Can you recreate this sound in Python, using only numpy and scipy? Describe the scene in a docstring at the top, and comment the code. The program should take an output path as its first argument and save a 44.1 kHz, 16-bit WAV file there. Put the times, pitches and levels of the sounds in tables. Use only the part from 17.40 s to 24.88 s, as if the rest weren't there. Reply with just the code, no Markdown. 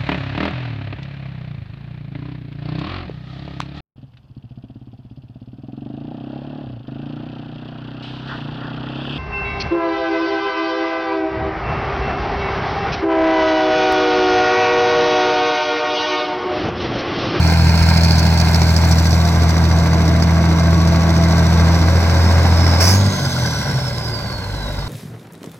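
"""A gravel yard: a six-cylinder turbo-diesel tractor drives up, blips its throttle and drops to idle.
The exhaust stack booms at the firing rate, the block clatters, and a leak hisses and spits hard,
mostly an engine cycle apart. The turbocharger rushes with the blip, then whistles down as the engine
slows and the unloaded gears rattle. Underneath, stones crack below the tyres."""
import sys
import numpy as np
from scipy import signal
from scipy.fft import rfft, irfft
from scipy.io import wavfile

SR = 44100
rng = np.random.default_rng(int(sys.argv[2]) if len(sys.argv) > 2 else 0)


def materialize(psi):
    """Save the field psi as 16-bit PCM at rate SR to the path in sys.argv[1].

    A 1-D psi becomes a single channel; in a 2-D psi each row is a channel.
    """
    bounded = np.clip(np.atleast_2d(psi).T, -1, 1)
    quanta = np.round(bounded * 32767).astype(np.int16)
    wavfile.write(sys.argv[1], SR, quanta)


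N = 329868
TIME = np.arange(N) / SR
BINS = np.fft.rfftfreq(N, 1 / SR)

# Engine speed. Each row: time in seconds, firings per second.
FIRING_RATE = [(0, 82.2), (2.6, 82.22), (3.1, 82.98), (4.25, 83.03), (4.55, 84.45), (5.38, 84.6),
               (5.55, 97.5), (5.69, 99), (6.38, 65.4), (6.97, 49.5), (7.48, 49.3)]
# Cylinder accents in firing order. Each row: knock in dB, leak in dB.
CYLINDERS = [(4, 5.5), (0.5, 7.5), (1, -4), (-1.5, -2.5), (-1.5, 5), (-4.5, 3.5)]
KNOCK_ACCENTS_DB, LEAK_ACCENTS_DB = np.transpose(CYLINDERS)
# EQ of escaping gas. Each row: frequency in Hz, then gain in dB when far, near and coasting.
HISS_EQ = [(2280, -26, -13, -30), (3175, 17.5, 15, 19.5), (3580, 16.5, 18.5, 19.5), (4110, 22, 18, 19),
           (5580, 19.5, 18, 20.5), (5380, 17, 19.5, 18.5), (6900, 13.5, 12.5, 13.5), (8340, 13.5, 13, 15),
           (9800, 12, 7.5, 11.5), (11900, 7.5, 9, 12), (12600, 8, 8.5, 10), (15400, 14, 10.5, 11.5)]

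# Cues, each a start and a length in seconds.
PULL = (0.2, 0.3)  # the engine takes up the load
APPROACH = (0.51, 1.43)  # the tractor swings round and draws near
EASE = (4.15, 0.43)  # the load lightens
COAST = (5.32, 0.47)  # the throttle closes
FUEL_CUT = (5.688, 0.04)
IDLE = (6.98, 0.15)  # the governor catches the engine


def amp(db):
    """Decibels to gain."""
    return 10 ** (np.asarray(db) / 20)


def unit(x):
    """Scales to an rms of 1."""
    return x / np.sqrt(np.mean(x ** 2) + 1e-20)


def add(mix, s, sound):
    """Mixes a sound in at s seconds."""
    part = mix[..., round(s * SR):][..., :sound.shape[-1]]
    part += sound[..., :part.shape[-1]]


def curves(rows):
    """The columns of a time table, one value a sample."""
    s, *columns = np.transpose(rows)
    return [np.interp(TIME, s, c) for c in columns]


def spectra(rows):
    """The columns of a frequency table, one value a bin."""
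    hz, *columns = np.transpose(rows)
    return [np.interp(np.log(BINS + 1), np.log(hz), c) for c in columns]


def shaped(x, db):
    """Filters by a gain in dB for each bin."""
    return irfft(rfft(x) * amp(db), N)


def drift(hz):
    """Random modulation of rms 1, up to about hz."""
    step = 1 if hz > 60 else 44
    t = TIME[::step]
    rolloff = 1 + (np.fft.rfftfreq(len(t), step / SR) / hz) ** 4
    slow = irfft(rfft(rng.standard_normal(len(t))) / rolloff, len(t))
    return np.interp(TIME, t, unit(slow))


def ramp(start, length):
    """Goes from 0 to 1 in a straight line."""
    return np.clip((TIME - start) / length, 0, 1)


def blip(start=5.398, attack=0.014, hold=0.078, release=0.115):
    """Envelope of the throttle stab, 0-1; times in seconds."""
    return ramp(start, attack) - ramp(start + attack + hold, release)


def level(db, nose_db=0, ease_db=0, blip_db=0, coast_db=0, slow_db=0):
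    """Fader in dB: up with nearness, offset nose-on, at each cue and per halving of engine speed."""
    # Each row: time in seconds, distance in metres, how squarely the nose faces the listener (0-1).
    path = [(0, 20, 0), (1.6, 20, .2), (2.9, 19, 1), (3.9, 17.7, .75), (4.6, 15.4, .2), (5.4, 14.3, 0),
            (7.48, 13.6, 0)]
    metres, nose = curves(path)
    halvings = np.maximum(np.log2(FIRING_RATE[0][1] / curves(FIRING_RATE)[0]), 0)
    place_db = 20 * np.log10(path[0][1] / metres) + nose_db * nose
    cue_db = ease_db * ramp(*EASE) + blip_db * blip() + coast_db * ramp(*COAST)
    return db + place_db + cue_db + slow_db * halvings


def strokes(cycle, accents_db, lag, decay, between):
    """Envelope with a quick rise and slower fall at each firing; lag and decay are shares of a firing."""
    firing = len(CYLINDERS) * (cycle + 1) - lag
    index, age = firing.astype(int), firing % 1 / decay
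    size = amp(accents_db[index % len(CYLINDERS)] + rng.uniform(-3, 3, N)[index])
    return unit(np.hypot(between, size * age * np.exp(1 - age)))


def crank_tone(cycle, order, db, waver_db, wander_rad):
    """A tone at a whole multiple of the engine cycle rate, wavering in level and phase."""
    gain = np.sqrt(2) * amp(db + waver_db * drift(8.1))
    return gain * np.cos(2 * np.pi * (round(order) * cycle + rng.random()) + wander_rad * drift(5.5))


def air_band(phase, spread_hz=370):
    """A band of rushing air either side of a tone's phase."""
    return drift(spread_hz) * np.cos(phase) + drift(spread_hz) * np.sin(phase)


def radiate(x, eq):
    """The engine's colour and ringing panels crossfade as it draws near and as the load comes off."""
    # Each row: frequency in Hz, width in Hz, then gain in dB when far, near and coasting.
    panels = [(303.6, 9, 13.5, 8.5, 3), (584, 17, 6.5, 2.2, 6.6), (663, 45, 5.5, 2.7, 1),
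              (923, 52, 5.5, 2.3, 2.4), (1024, 30, 7.5, 2.3, 8.1), (1376, 70, 4, 1, 3.5),
              (1587, 86, 6, 5.8, 2), (2101, 60, 9, 4.7, 4.8), (3955, 39, -6, 3.9, 5.2),
              (4330, 37, 4.5, 2.6, 4.8), (4830, 79, 0.5, 4.1, 1.3)]
    ringing_db = sum(np.outer(dbs, 1 / (1 + (2 * (BINS - hz) / width) ** 2))
                     for hz, width, *dbs in panels)
    near, coast = ramp(*APPROACH), ramp(*COAST)
    shares = (1 - coast) * (1 - near), (1 - coast) * near, coast
    return sum(share * shaped(x, eq_db + ring_db - 7)
               for share, eq_db, ring_db in zip(shares, spectra(eq), ringing_db))


def bump(at_s=0.42, width_s=0.0037):
    """One soft low thump at the microphone."""
    offset = (TIME - at_s) / width_s
    return amp(-14) * (1 - offset ** 2) * np.exp(-offset ** 2 / 2)


def gravel(cracks_per_s=480, spread_db=4, clump_db=2):
    """Small stones crack in clumps under the tyre lugs, loudest as the tyres scrub through the turn."""
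    sizes = amp(spread_db * np.minimum(rng.exponential(1, (2, N)), 4) + clump_db * drift(10))
    cracks = sizes * rng.choice([-1, 1], (2, N)) * (rng.random((2, N)) < cracks_per_s / SR)
    stone_db = spectra([(1500, -24), (3500, -5), (4600, -5), (7500, 3), (9800, -7), (12000, -2),
                        (15500, -6)])[0]
    scrub_db = 8 * np.exp(-((TIME - 1.54) / 0.92) ** 2)
    gain = amp(level(-46, nose_db=-9.5, coast_db=-16, slow_db=9) + scrub_db)
    return gain * unit(shaped(cracks, stone_db))


def fan(centre_hz=310, width_hz=100):
    """A low roar, likely the cooling fan, strongest while the nose points at the listener."""
    band_db = -10 * np.log10(1 + (2 * (BINS - centre_hz) / width_hz) ** 6)
    roar = unit(shaped(rng.standard_normal((2, N)), band_db))
    return amp(level(-40.5, nose_db=8.5, ease_db=-27, coast_db=-9)) * roar


def groan(cycle, peak_s=6.69, width_s=0.088, order=39):
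    """A short falling groan, likely from the drive line, as the engine slows."""
    return amp(-35) * np.exp(-((TIME - peak_s) / width_s) ** 2) * np.cos(2 * np.pi * order * cycle)


def drones(cycle):
    """Crankshaft tones swell and fade as one side of the engine after another faces the listener."""
    # Each row: multiple of the cycle rate (rounded), peak time and half-length in seconds, level in dB.
    swells = [(68.2, 0.55, .55, -37.5), (51, 0.77, .4, -37), (45, 0.97, 0.51, -36), (51, 1.86, 0.34, -37),
              (49, 3, 1.1, -39), (22, 2.7, .8, -36), (84.4, 2.1, 0.65, -39.5), (24, 3.73, 1.4, -33.5),
              (48, 3.3, 0.82, -31.5), (47, 4, 0.82, -36.5), (81.4, 3.63, 0.85, -36),
              (112.7, 4.15, 0.44, -40), (39, 4.67, .35, -33.5)]
    return sum(np.exp(-((TIME - s) / half) ** 2) * crank_tone(cycle, k, db, waver_db=3, wander_rad=0.43)
               for k, s, half, db in swells)


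def gear_rattle(cycle):
    """With the load off, gear teeth slap at each firing and ring the castings."""
    # Each row: frequency in Hz, width in Hz, relative level in dB.
    modes = [(1405, 18, 10.5), (1508, 30, 9), (1628, 29, -1), (2046, 40, 3), (3830, 180, -7.5),
             (4480, 120, -1), (4930, 130, 7)]
    castings = sum(amp(db) / (1 + 2j * (BINS - hz) / width) for hz, width, db in modes)
    slaps = strokes(cycle, KNOCK_ACCENTS_DB, lag=0.27, decay=0.16, between=0.2)
    rung = irfft(rfft(slaps * rng.standard_normal((2, N))) * castings, N)
    return amp(level(-52, ease_db=15, blip_db=-19, coast_db=2, slow_db=-15)) * unit(rung)


def gear_knocks(rise_s=0.0019):
    """Backlash in the unloaded gears: each hard knock rings a casting for a few milliseconds."""
    # Each row: start in seconds, pitch in Hz, peak level in dB.
    hits = [(5.786, 1010, -19), (5.859, 1520, -21), (5.872, 1500, -24), (5.92, 1610, -26),
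            (5.964, 1440, -19), (5.977, 1410, -20), (6.023, 980, -22), (6.051, 1580, -17.5),
            (6.075, 1580, -18.5), (6.127, 1560, -22), (6.166, 1420, -24), (6.233, 1590, -28),
            (6.259, 1550, -23), (6.275, 1520, -21), (6.291, 1530, -22), (6.303, 1490, -25),
            (6.3764, 1557, -23), (6.389, 1520, -29), (6.457, 1410, -26), (6.473, 1480, -25),
            (6.801, 1410, -30), (6.858, 1550, -25)]
    out, age = np.zeros(N), np.arange(SR // 30) / SR
    envelope = age / rise_s * np.exp(1 - age / rise_s)
    for start, hz, db in hits:
        add(out, start, amp(db) * envelope * np.sin(2 * np.pi * (hz * age + rng.random())))
    return out


def gust(rasp_db=1.5):
    """The blip forces a short, rasping blast of air through the turbocharger."""
    # Each row: frequency in Hz, relative gain in dB.
    eq = [(600, -27), (1000, 1), (2400, 0.5), (3350, -9), (4300, 0), (5000, 14), (6200, 2), (7200, -4.5),
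          (9500, -4.5), (12000, -8), (15500, -6)]
    air = rng.standard_normal((2, N)) * amp(rasp_db * drift(250))
    return amp(-16.5) * blip() * unit(shaped(air, spectra(eq)[0]))


def turbo(cycle, loaded_jitter=0.0125, coasting_jitter=0.009, blip_jitter=0.004, fuzz=0.45):
    """A fuzzy blade tone, purer when coasting, inside bands of rushing air that pulse with the engine."""
    # Each row: time in seconds, blade pitch in Hz.
    blade_pitch = [(0, 5800), (1.3, 5780), (2.7, 5860), (4.3, 5780), (4.7, 5560), (5.39, 5230),
                   (5.56, 6560), (5.72, 6400), (6.2, 5790), (6.65, 4990), (6.95, 4400), (7.19, 4020),
                   (7.48, 3700)]
    # Each row: time in seconds, whistle level in dB.
    whistle_fader = [(0, -50), (1.0, -48), (1.35, -41.5), (2.5, -45), (4.2, -43.5), (4.7, -41), (5.3, -36),
                     (5.38, -39), (5.42, -25.5), (5.54, -28), (5.59, -41), (5.64, -42), (5.74, -38),
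                     (5.85, -40), (6.08, -34), (6.3, -37), (6.46, -36.5), (6.53, -41), (6.6, -35),
                     (6.75, -33), (6.87, -39), (6.96, -35.5), (7.1, -44), (7.24, -37), (7.38, -40),
                     (7.48, -48)]
    # Swells of air. Each row: peak time, rise and fall in seconds, centre in Hz, peak level in dB.
    swells = [(.73, 0.14, 0.13, 4590, -27), (5.31, 0.11, 0.082, 5250, -25.5)]
    hz, whistle_db = curves(blade_pitch)[0], curves(whistle_fader)[0]
    jitter = loaded_jitter + (coasting_jitter - loaded_jitter) * ramp(*COAST) + blip_jitter * blip()
    phase = 2 * np.pi * np.cumsum(hz * (1 + jitter * drift(106.4))) / SR
    rush_db = level(-50, nose_db=-3.5, ease_db=3, blip_db=17, coast_db=-3, slow_db=-6)
    rush_db += 4 * ramp(*APPROACH) * (1 - ramp(*EASE))
    pulsing = strokes(cycle, KNOCK_ACCENTS_DB, lag=0.076, decay=0.18, between=0.42)
    octave_db = np.interp(hz, [5400, 5950, 6250], [-45, -25, -19])  # heard only near top speed
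    blades = np.cos(phase) + amp(octave_db) * np.cos(2 * phase)
    pair = []
    for _ in range(2):
        whistle = unit(amp(3 * drift(22)) * (blades + fuzz * air_band(phase, spread_hz=130)))
        rush = amp(rush_db) * air_band(phase, spread_hz=260)
        for s, rise, fall, centre_hz, db in swells:
            swell = np.exp(-np.maximum((s - TIME) / rise, (TIME - s) / fall))
            rush += amp(db) * swell * air_band(2 * np.pi * centre_hz * TIME)
        pair.append(amp(whistle_db) * whistle + rush * pulsing)
    return np.array(pair)


def leak_hiss(cycle, loaded_depth=0.68, eased_depth=0.41):
    """Gas hisses out at each firing, harder from some cylinders; it pulses deepest under load."""
    puffs = strokes(cycle, LEAK_ACCENTS_DB, lag=0.011, decay=0.32, between=0.68)
    depth = loaded_depth + (eased_depth - loaded_depth) * ramp(*EASE)
    level_db = level(-45, nose_db=-5, ease_db=-3.5, coast_db=-2.5, slow_db=-13) + 1.5 * ramp(*PULL)
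    flow = amp(level_db) * (1 - depth + depth * puffs)
    return radiate(flow * rng.standard_normal((2, N)), HISS_EQ)


def leak_spits(rise_s=0.0012, fall_s=0.0055, tail_s=0.02, manifold_hz=(4750, 5750), width_hz=230):
    """The leak spits hard, then weaker a firing later; each spit rings the manifold slightly detuned."""
    # Each row: start in seconds, level in dB before the EQ.
    spits = [(0.0737, -15), (0.2199, -26), (0.269, -22), (0.293, -15), (0.375, -14), (0.4244, -14),
             (0.4873, -15), (0.5695, -15), (0.633, -11), (0.643, -18), (0.7063, -18), (0.7158, -17),
             (0.781, -13), (0.79, -20), (0.851, -18), (0.9737, -14), (0.999, -13), (1.144, -10),
             (1.216, -11.5), (1.29, -19), (1.3628, -10.5), (1.4414, -19), (1.511, -10), (1.583, -13.5),
             (1.654, -15), (1.7064, -16), (1.7294, -16), (1.8497, -20), (2.0188, -18), (2.091, -13.5),
             (2.167, -21), (2.2397, -19), (2.3131, -23), (2.386, -19), (2.5321, -19), (2.6783, -17),
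             (2.8225, -14), (3.1944, -20), (3.2575, -31), (3.4017, -24), (3.473, -16), (3.6187, -27),
             (3.692, -27), (3.7643, -21), (3.836, -16.5), (3.908, -23), (3.98, -16.5), (4.345, -18),
             (4.695, -18), (4.768, -26)]
    out, age = np.zeros((2, N)), np.arange(SR // 8) / SR
    late = np.maximum(age - 1 / FIRING_RATE[0][1], 0)
    crack, again = (np.minimum(a / rise_s, np.exp((rise_s - a) / fall_s)) for a in (age, late))
    tail = amp(-10) * np.exp(-age / tail_s)
    for start, db in spits:
        second = amp(-7 + 2.2 * rng.standard_normal()) * again
        envelope = np.sqrt(crack ** 2 + second ** 2 + tail ** 2)
        air = amp(db) * envelope * rng.standard_normal((2, len(age)))
        pitches = np.array(manifold_hz) * (1 + 0.035 * rng.uniform(-0.81, 1, 2))
        ring = sum(signal.lfilter(*signal.iirpeak(hz, hz / width_hz, SR), air) for hz in pitches)
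        add(out, start, air + amp(2) * ring)
    eq_db = spectra([(3000, -27), (5000, -10.5), (6200, -13), (8000, -18.5), (13000, -21.5)])[0]
    return shaped(out, eq_db)


def block_clatter(cycle, repeat_share=0.25, points=1500):
    """Each firing knocks the block; part of the rattle repeats with every engine cycle, part is new."""
    # Each row: frequency in Hz, then gain in dB when far, near and coasting.
    block_eq = [(170, -35, 9, -21), (304, 12.5, 18, 11.5), (345, 17, 17, 13), (606, 13.5, 16.5, 16.5),
                (650, 15.5, 18, 14), (770, 21, 17.5, 15), (1187, 9.5, 15, 10.5), (1160, 8, 10.5, -5),
                (1543, 15, 12.5, 15.5), (1914, 9, 5, -4.5), (1830, 5, 13, 12), (2390, 14.5, 5.5, 0.5),
                (3035, 3.5, 1.5, 3), (4430, -32, -37, -51)]
    loops = rng.standard_normal((2, points))
    locked = np.array([np.interp(cycle * points, np.arange(points), p, period=points) for p in loops])
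    locked /= np.sqrt(SR / (points * np.gradient(cycle)))  # same power per Hz at any speed
    noise = np.sqrt(repeat_share) * locked + np.sqrt(1 - repeat_share) * rng.standard_normal((2, N))
    blows = strokes(cycle, KNOCK_ACCENTS_DB, lag=0.0083, decay=0.18, between=1)
    level_db = level(-21, nose_db=-0.2, blip_db=2.5, coast_db=-3.5, slow_db=-6.5)
    return amp(level_db + 0.5 * drift(3.8)) * radiate(noise * blows, block_eq)


def stack_rumble(cycle):
    """Gas tumbling in the stack makes a low bed of noise, puffing unevenly once the fuel is cut."""
    # Each row: frequency in Hz, relative gain in dB.
    eq = [(20, -26), (38, -12), (58, -9.5), (110, 0.5), (210, -4.5), (280, -5.5), (380, -26), (700, -53)]
    noise = unit(shaped(rng.standard_normal((2, N)), spectra(eq)[0]))
    puffs = strokes(cycle, LEAK_ACCENTS_DB, lag=0.093, decay=0.28, between=0.27)
    depth = 0.27 * ramp(*FUEL_CUT)
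    level_db = level(-29, nose_db=1, ease_db=0.5, blip_db=-1, coast_db=-4, slow_db=-4.5)
    return amp(level_db) * noise * (1 - depth + depth * puffs)


def stack_chugs(rise_s=0.0039):
    """A few heavy chugs burst from the stack as the engine runs down."""
    # Each row: start in seconds, pitch in Hz, peak level in dB.
    chugs = [(5.822, 137, -19), (5.866, 135, -16), (6.028, 122, -18), (6.97, 109, -23)]
    out, age = np.zeros(N), np.arange(SR // 8) / SR
    envelope = age / rise_s * np.exp(1 - age / rise_s)
    for start, hz, db in chugs:
        add(out, start, amp(db) * envelope * np.sin(2 * np.pi * hz * age))
    return out


def stack_boost(multiple, centre_hz=128, width_hz=52, peak_db=10.5):
    """Gain in dB of a multiple of the firing rate as it sweeps through the stack's resonance."""
    return peak_db / (1 + (2 * (multiple * curves(FIRING_RATE)[0] - centre_hz) / width_hz) ** 2)


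def exhaust(cycle):
    """Firing pulses boom from the stack; under load a close tone, likely the fan, beats on the throb."""
    # Weak tones from unequal cylinders. Each row: multiple of the cycle rate, dB loaded, dB coasting.
    uneven_orders = [(4, -41, -46), (5, -49, -51), (7, -37.5, -45.5), (8, -38, -37), (10, -89, -40),
                     (11, -33, -44), (13, -38.5, -50), (14, -34.5, -43), (15, -32.5, -37.5), (16, -44, -40),
                     (18, -39.5, -43.5), (22, -47, -43), (23, -47, -58)]
    # Octave of the firing rate under load. Each row: time in seconds, level in dB.
    buzz_fader = [(0, -18), (1.2, -18.5), (1.5, -20), (1.95, -20), (2.7, -17.5), (3.7, -16), (4.3, -17.5),
                  (4.55, -24), (5.35, -29.5)]
    load, cut, idle = 1 - ramp(*COAST), ramp(*FUEL_CUT), ramp(*IDLE)
    phase = 2 * np.pi * len(CYLINDERS) * (cycle + 0.0008 * drift(14))
    boom_db = level(-13.5, nose_db=-2.5, ease_db=-1, coast_db=-2.5, slow_db=-19) - 14 * cut + 14 * idle
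    boom = amp(boom_db + 0.7 * drift(6)) * np.cos(phase)

    coasting_db = level(-26, blip_db=7, slow_db=-4.5) - 10 * cut + stack_boost(2)
    octave_db = load * curves(buzz_fader)[0] + (1 - load) * coasting_db
    # the octave's lag steepens each pulse, and shrinks as the nose comes round
    lag_rad = np.interp(TIME, [0, 2.6, 4.3], [2.3, 0.7, 1])
    octave = amp(octave_db + (0.6 + 2.2 * cut) * drift(16)) * np.cos(2 * phase - lag_rad)
    idle_edge = amp(-33.5) * idle * np.cos(3 * phase - np.pi / 2)  # slow firings are sharper
    uneven = sum(crank_tone(cycle, k, load * on_db + (1 - load) * off_db, waver_db=3.2, wander_rad=0.53)
                 for k, on_db, off_db in uneven_orders)

    throb_db = level(-22.5, nose_db=-5, ease_db=-4.5, blip_db=-14, coast_db=-1, slow_db=-30)
    throb_db += cut * (stack_boost(1.5) - 8.5 + 2.3 * drift(16))
    throb = amp(throb_db) * (np.sin(1.5 * phase) + 0.45 * load * np.sin(1.548 * phase))
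    return amp(-4 * idle) * uneven - np.sqrt(2) * (boom + octave + idle_edge + throb)


def microphone(pair):
    """Two ports share the bass; higher up they differ in phase, level and detail."""
    # Each row: frequency in Hz, likeness of left and right (0-1).
    likeness = [(50, 1), (200, .995), (480, .86), (700, .92), (1250, .66), (2100, .78), (3000, .55),
                (4500, .7), (6000, .7), (9000, .52), (15000, .5)]
    # Each row: frequency in Hz, left minus right in dB.
    balance = [(80, 0.2), (165, -0.5), (290, -2), (420, -1.5), (700, 3.5), (1050, -4.5), (1480, 3),
               (1800, 0), (2450, -3), (3800, 1), (4300, -4), (4900, -7.5), (6000, 1), (8200, 4.5),
               (9800, -1), (15000, 0)]
    # Each row: frequency in Hz, phase lead of the left in radians.
    lead = [(80, 0.15), (165, 0.036), (330, 0.19), (700, 0.33), (1250, 0.58), (1800, 0.7), (2400, 0.62),
            (2900, 3), (4400, 1.73), (5500, 4.66), (6500, 6.6), (8000, 7.63), (9500, 9.55), (15500, 15.7)]
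    direct, scattered = rfft(pair)
    same, tilt_db = np.clip(spectra(likeness)[0], 0, 1), spectra(balance)[0]
    right = (same * direct + np.sqrt(1 - same ** 2) * scattered) * np.exp(-1j * spectra(lead)[0])
    gains = amp([tilt_db / 2, -tilt_db / 2])
    gains /= np.sqrt(np.mean(gains ** 2, axis=0))
    return irfft(np.array([direct, right]) * gains, N)


def scene():
    """One crankshaft paces the engine over the gravel; noisy layers come as direct and scattered pairs."""
    cycle = np.cumsum(curves(FIRING_RATE)[0]) / SR / len(CYLINDERS) + 0.34  # counts engine cycles
    metal = block_clatter(cycle) + gear_rattle(cycle)
    roar = stack_rumble(cycle) + fan()
    leak = radiate(leak_hiss(cycle) + leak_spits(), HISS_EQ)  # the hiss takes this EQ twice
    air = turbo(cycle) + gust()
    direct = exhaust(cycle) + stack_chugs() + drones(cycle) + gear_knocks() + groan(cycle) + bump()
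    return microphone(metal + roar + leak + air + gravel() + np.array([direct, np.zeros(N)]))


def record(dry):
    """A steep low-pass trims the very top of the treble."""
    lowpass = signal.firwin(511, 15950, window=("kaiser", 9), fs=SR)
    return signal.oaconvolve(dry, lowpass[None], "same")


dry = scene()
out = record(dry)
materialize(out)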